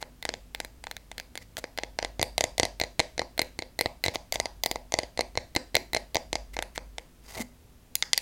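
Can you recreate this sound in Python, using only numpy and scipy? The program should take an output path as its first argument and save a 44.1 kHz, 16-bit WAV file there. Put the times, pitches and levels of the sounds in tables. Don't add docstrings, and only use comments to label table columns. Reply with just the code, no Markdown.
import sys
import numpy as np
from scipy import signal
from scipy.fft import rfft, irfft
from scipy.io import wavfile
from scipy.ndimage import uniform_filter1d

SR = 44100
rng = np.random.default_rng(int(sys.argv[2]) if len(sys.argv) > 2 else 0)


def wav_record(signal):
    frames = np.transpose(np.atleast_2d(signal))
    bounded = np.clip(frames, -1, 1)
    quanta = np.round(bounded * 32767).astype(np.int16)
    wavfile.write(sys.argv[1], SR, quanta)


N = 362061

# start_s, strength_db, hardness_db (below 0 the nail lands flat, above 0 on its edge)
NAIL_TAPS = [(0.0267, -38, -4.5), (0.2264, -42, 8.5), (0.2523, -32.5, 0), (0.291, -32.5, -2),
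             (0.3392, -38.5, -2.5), (0.5483, -37.5, 7), (0.602, -35, 0.5), (0.648, -42.5, 2),
             (0.8398, -44.0, 0.5), (0.869, -41.5, -5.5), (0.9126, -40, 5.5), (0.9667, -44.5, 10),
             (1.1155, -43.5, 0.5), (1.181, -41.5, 8.5), (1.199, -41, 7.5), (1.3545, -42.5, 1),
             (1.3757, -41.5, 10), (1.569, -40.5, 10), (1.641, -37.5, -7), (1.7759, -40, 6),
             (1.7866, -34, -5), (1.8347, -35.5, -4), (1.9885, -30.0, -4), (2.0269, -34.5, -6.5),
             (2.0478, -33, -3), (2.1953, -33.5, -7.5), (2.2146, -31, 0), (2.2281, -24.5, 1.5),
             (2.38, -25, 1), (2.4085, -25, 0.5), (2.4399, -25.5, 0), (2.5809, -32, 1.5), (2.598, -22, 0),
             (2.632, -25, -0.5), (2.6525, -31.0, 0.5), (2.7996, -32.5, 4.5), (2.8143, -27, -2),
             (2.8372, -32.5, -1), (2.9946, -23.5, -0.5), (3.001, -24, -0.5), (3.1793, -35.5, -1),
             (3.194, -28.0, -4), (3.2175, -35, -11.5), (3.3784, -37.0, 2.5), (3.3932, -24.0, 0),
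             (3.4171, -29.0, 5), (3.5901, -33, 0), (3.6226, -37, -3), (3.7905, -29.5, 3),
             (3.8103, -25.0, 1.5), (3.859, -27.5, -7.5), (4.0392, -29, 11.5), (4.062, -28, -1),
             (4.0824, -27.5, -3.5), (4.157, -32.0, -2.5), (4.3239, -29.0, 4.5), (4.3573, -31.5, -0.5),
             (4.4001, -26.5, 0.5), (4.4567, -32.5, -1), (4.6364, -28.5, 7.5), (4.6608, -27.0, 2.5),
             (4.7134, -30, 2), (4.7582, -35.5, -8), (4.922, -35.0, 1), (4.9399, -25.5, -2),
             (4.9884, -25, 0), (5.0332, -38.5, -3.5), (5.175, -37.5, 0), (5.192, -27.5, -10.5),
             (5.2083, -28.5, 0), (5.3543, -43.0, -7), (5.3745, -26, -3), (5.551, -36, 3),
             (5.563, -25, -0.5), (5.5669, -30.5, -5), (5.7454, -34, -6), (5.753, -22.0, 5.5),
             (5.767, -25.5, -1.5), (5.933, -32, 3), (5.9475, -26.5, 0.5), (5.9649, -30, -5.5),
             (5.9696, -31.5, -1), (6.1465, -33.5, 4), (6.1557, -27.5, -4), (6.168, -29.0, -3),
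             (6.3298, -29.5, 0), (6.355, -30.0, -1.5), (6.567, -35.5, -8), (6.5899, -32, -4.5),
             (6.6247, -34.5, 0.5), (6.778, -36, -6), (6.9828, -38, -0.5), (7.9542, -30.5, 8),
             (8.0248, -28.5, -6.5), (8.1325, -25.0, -0.5), (8.1772, -27.0, 1)]
# start_s, place
TAP_PLACES = [(0, "handle"), (2.1, "back"), (2.75, "tip"), (4.12, "back"), (5.15, "tip"), (6.05, "back"),
              (6.5, "handle"), (7.5, "rim")]
# pitch_hz, t60_s (at damping 1), then relative level_db
KNOCK_MODES = [(87.6, 0.035, -15, -13.5, -9.5, -18), (345.6, 0.015, -3.5, -8, -2, -8),
               (513, 0.022, -3.5, -10, -6, -7), (641, 0.013, 3.5, 7, 4.5, -9),
               (810, 0.0087, 8.5, -2, -5.5, 17)]
BENDING_MODES = [(1702, 0.005, -2, -7, 3, 1.5), (2053, 0.019, -9.5, 9.5, 14, 13.5)]
RING_MODES = [(3600, 0.0062, 10, -5, -13, 6), (4070, 0.0027, 0, -1, 11, -24),
              (4142, 0.015, 2.5, -13, 16, -8), (4717, 0.015, -2, -5, 0.5, -1.5),
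              (6220, 0.0022, 8.5, 5.5, 3, 0.5)]
# delay_s, level_db
NEAR_ECHOES = [(.0045, -21.5), (0.0115, -20.5)]
# pitch_hz, t60_s, level_db (before the narrow peaks and dips)
ROOM_TAIL = [(577, 0.26, -8), (3000, 0.29, -16.5), (14000, 0.3, -16.5)]
# pitch_hz, relative density_db (per Hz)
AIR_COLOUR = [(30, 1), (70, 3), (1200, -21.5), (15000, -30)]
# center_hz, gain_db (below 0 a dip)
NARROW_COLOURS = [(248, 10.5), (2090, -2.5), (4790, 8)]
# middle_s, level_db (before its swell and fade)
SKIDS = [(0.018, -44.5), (1.42, -49), (1.587, -35.5), (4.055, -35.5), (4.15, -35.5), (4.346, -33.5),
         (6.542, -45.5), (6.76, -42), (7.306, -48), (7.355, -40), (7.38, -37.5), (7.403, -39.5),
         (7.415, -33.5)]
PLACE_VOICING = {"handle": (2, 2.16, 1, 0), "back": (3, -1.6, 2, -3), "tip": (1.5, 1, 0.9, -2.5),
                 "rim": (-8.5, -.5, 7.5, 4.5)}
PLACE_HARDENING = {"handle": (-0.54, 0.23, 0.5, -0.013), "back": (-0.63, -0.15, 0.47, .7),
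                   "tip": (-0.49, 0.38, 0.4, 0.2), "rim": (-0.33, -0.58, -0.15, 0.76)}
# time_s, level_db
HUM_LEVEL = [(0.0, -59), (0.27, -53), (1.64, -59.5), (2.05, -49), (3.06, -53.5), (4.84, -49), (5.55, -57),
             (6.46, -45.5), (8.2, -64.5)]

MODE_PLACES = ["handle", "back", "tip", "rim"]
SLIDE_S, CLOSE_S, LAND_S, REST_S = 7.22, 7.345, 7.401, 7.435
EDGE_HZ = 16300
T = np.arange(SR // 20) / SR


def amp(db):
    return 10 ** (np.asarray(db) / 20)


def evened(x):
    return x / np.sqrt(np.mean(x ** 2) + 1e-20)


def read(table_hz, values, hz):
    return np.interp(np.log(hz + 1), np.log(table_hz), values)


def band(x, hz, kind, order=2):
    sos = signal.butter(order, np.minimum(hz, SR / 2 - 1), kind, fs=SR, output="sos")
    return signal.sosfilt(sos, x)


def add(mix, start_s, sound):
    part = mix[round(start_s * SR):][:len(sound)]
    part += sound[:len(part)]


def blow(sound, level_db):
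    return amp(level_db) * sound * np.sqrt(0.005 * SR / np.sum(sound ** 2))


def narrow_colour(hz, quality=24):
    gain_db = 0
    for center_hz, center_db in NARROW_COLOURS:
        gain_db = gain_db + center_db / (1 + (2 * quality * (hz / center_hz - 1)) ** 2)
    return amp(gain_db)


def background(air_db=-56, hum_hz=49, hum_width_hz=3, waver=0.66):
    hz = np.fft.rfftfreq(N, 1 / SR)
    colour = amp(read(*np.transpose(AIR_COLOUR), hz))
    colour *= np.where(hz < 400, narrow_colour(hz), 1)
    air = irfft(rfft(rng.standard_normal(N)) * colour, N)

    hum_shape = 1 / (1 + ((hz - hum_hz) / hum_width_hz) ** 2)
    narrow = signal.hilbert(irfft(rfft(rng.standard_normal(N)) * hum_shape, N))
    hum = np.cos(np.angle(narrow)) * abs(narrow) ** waver
    hum = band(hum, 2 * hum_hz, "low")
    hum_db = np.interp(np.arange(N) / SR, *np.transpose(HUM_LEVEL))
    return amp(air_db) * evened(air) + amp(hum_db) * evened(hum)


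def room(x, walls_s=0.03, scatter_s=0.001):
    hz, t, tail_bins = signal.stft(rng.standard_normal(SR // 2), SR, nperseg=256)
    table_hz, t60_s, level_db = np.transpose(ROOM_TAIL)
    fall = np.log(1000) / read(table_hz, t60_s, hz)[:, None]
    gain = amp(read(table_hz, level_db, hz))[:, None]
    tail_bins *= gain * np.sqrt(2 * fall / SR) * np.exp(-fall * t)
    tail = signal.istft(tail_bins, SR)[1]
    coloured = irfft(rfft(tail, SR) * narrow_colour(np.fft.rfftfreq(SR, 1 / SR)))
    tail = coloured[:len(tail)]
    tail *= np.minimum(np.arange(len(tail)) / SR / walls_s, 1)
    for delay_s, echo_db in NEAR_ECHOES:
        scatter = rng.standard_normal(len(T)) * np.exp(-T / scatter_s)
        add(tail, delay_s, amp(echo_db) * scatter / np.linalg.norm(scatter))
    return signal.fftconvolve(x, tail)[:N]


def wood(modes, place="handle", damping=1, spread_db=6.0, detune=0.019):
    hz, t60_s, *levels_db = np.transpose(modes)[:, :, None]
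    level_db = levels_db[MODE_PLACES.index(place)]
    share, shift = rng.standard_normal((2, len(modes), 1))
    decay = amp(level_db + spread_db * share) * np.exp(-np.log(1000) * damping * T / t60_s)
    return np.sum(decay * np.cos(2 * np.pi * hz * (1 + detune * shift) * T), axis=0)


def friction(length_s, grain_db=5, hiss_db=-3, hiss_hz=7500):
    count = int(length_s * SR)
    clumps = evened(uniform_filter1d(rng.standard_normal(count), size=70))
    slips = rng.standard_normal(count) * amp(grain_db * clumps)
    response = wood(KNOCK_MODES) / 2 + wood(BENDING_MODES, "back") + wood(RING_MODES, "back")
    body = signal.fftconvolve(slips, response)[:count]
    hiss = band(slips, hiss_hz, "low", order=1)
    rubbing = evened(evened(body) + amp(hiss_db) * evened(hiss))
    return rubbing * np.sin(np.pi * np.arange(count) / count)


def scuffs(length_s=0.025):
    out = np.zeros(N)
    for middle_s, level_db in SKIDS:
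        add(out, middle_s - length_s / 2, amp(level_db) * friction(length_s))
    return out


def grip(slide_db=-50, close_db=-44, thud_hz=230, thud_db=-28):
    out = np.zeros(N)
    add(out, SLIDE_S, amp(slide_db) * friction(REST_S - SLIDE_S, hiss_db=5))
    rub = band(friction(REST_S - CLOSE_S), KNOCK_MODES[-1][0], "low", order=4)
    add(out, CLOSE_S, amp(close_db) * evened(rub))
    cycles = thud_hz * T
    thud = cycles * np.exp(-cycles) * np.sin(2 * np.pi * cycles)
    add(out, LAND_S, blow(thud, thud_db))
    return out


def contact(grain=0.1, settle_s=0.0011):
    force = grain * rng.standard_normal(len(T)) * np.exp(-T / settle_s)
    force[0] = 1
    return force


def tick(hardness_db, decay_s=0.0013, snap=2.6, low_hz=5400, high_hz=7500, octaves_per_db=0.46):
    crack = rng.standard_normal(len(T)) * np.exp(-T / decay_s)
    crack[0] = snap
    treble = band(crack, low_hz, "high", order=3)
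    return band(treble, high_hz * 2 ** (octaves_per_db * hardness_db), "low", order=3)


def nails(damping=1, knock_hz=950, bending_hz=1400, ring_hz=2850, top_hz=7000):
    out = np.zeros(N)
    for start_s, strength_db, hardness_db in NAIL_TAPS:
        place = [where for from_s, where in TAP_PLACES if from_s <= start_s][-1]
        hardening_db = hardness_db * np.array(PLACE_HARDENING[place])
        levels_db = strength_db + np.array(PLACE_VOICING[place]) + hardening_db
        force = contact()
        knock = signal.fftconvolve(force, wood(KNOCK_MODES, place))
        knock = band(knock, knock_hz, "low", order=4)
        bend = signal.fftconvolve(force, wood(BENDING_MODES, place, damping))
        bend = band(bend, (bending_hz, ring_hz), "band")
        ring = signal.fftconvolve(force, wood(RING_MODES, place, damping))
        ring = band(ring, (ring_hz, top_hz), "band")
        for sound, level_db in zip((knock, bend, ring, tick(hardness_db)), levels_db):
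            add(out, start_s, blow(sound, level_db))
    return out


def scene():
    handling = scuffs() + grip()
    close = nails() + handling
    distant = room(nails(damping=2.8) + handling)
    return (close + distant + background())[None]


def record(dry):
    low_pass = signal.firwin(255, EDGE_HZ, window=("kaiser", 9), fs=SR)
    return signal.oaconvolve(np.clip(dry, -1, 1), low_pass[None], "same")


dry = scene()
out = record(dry)
wav_record(out)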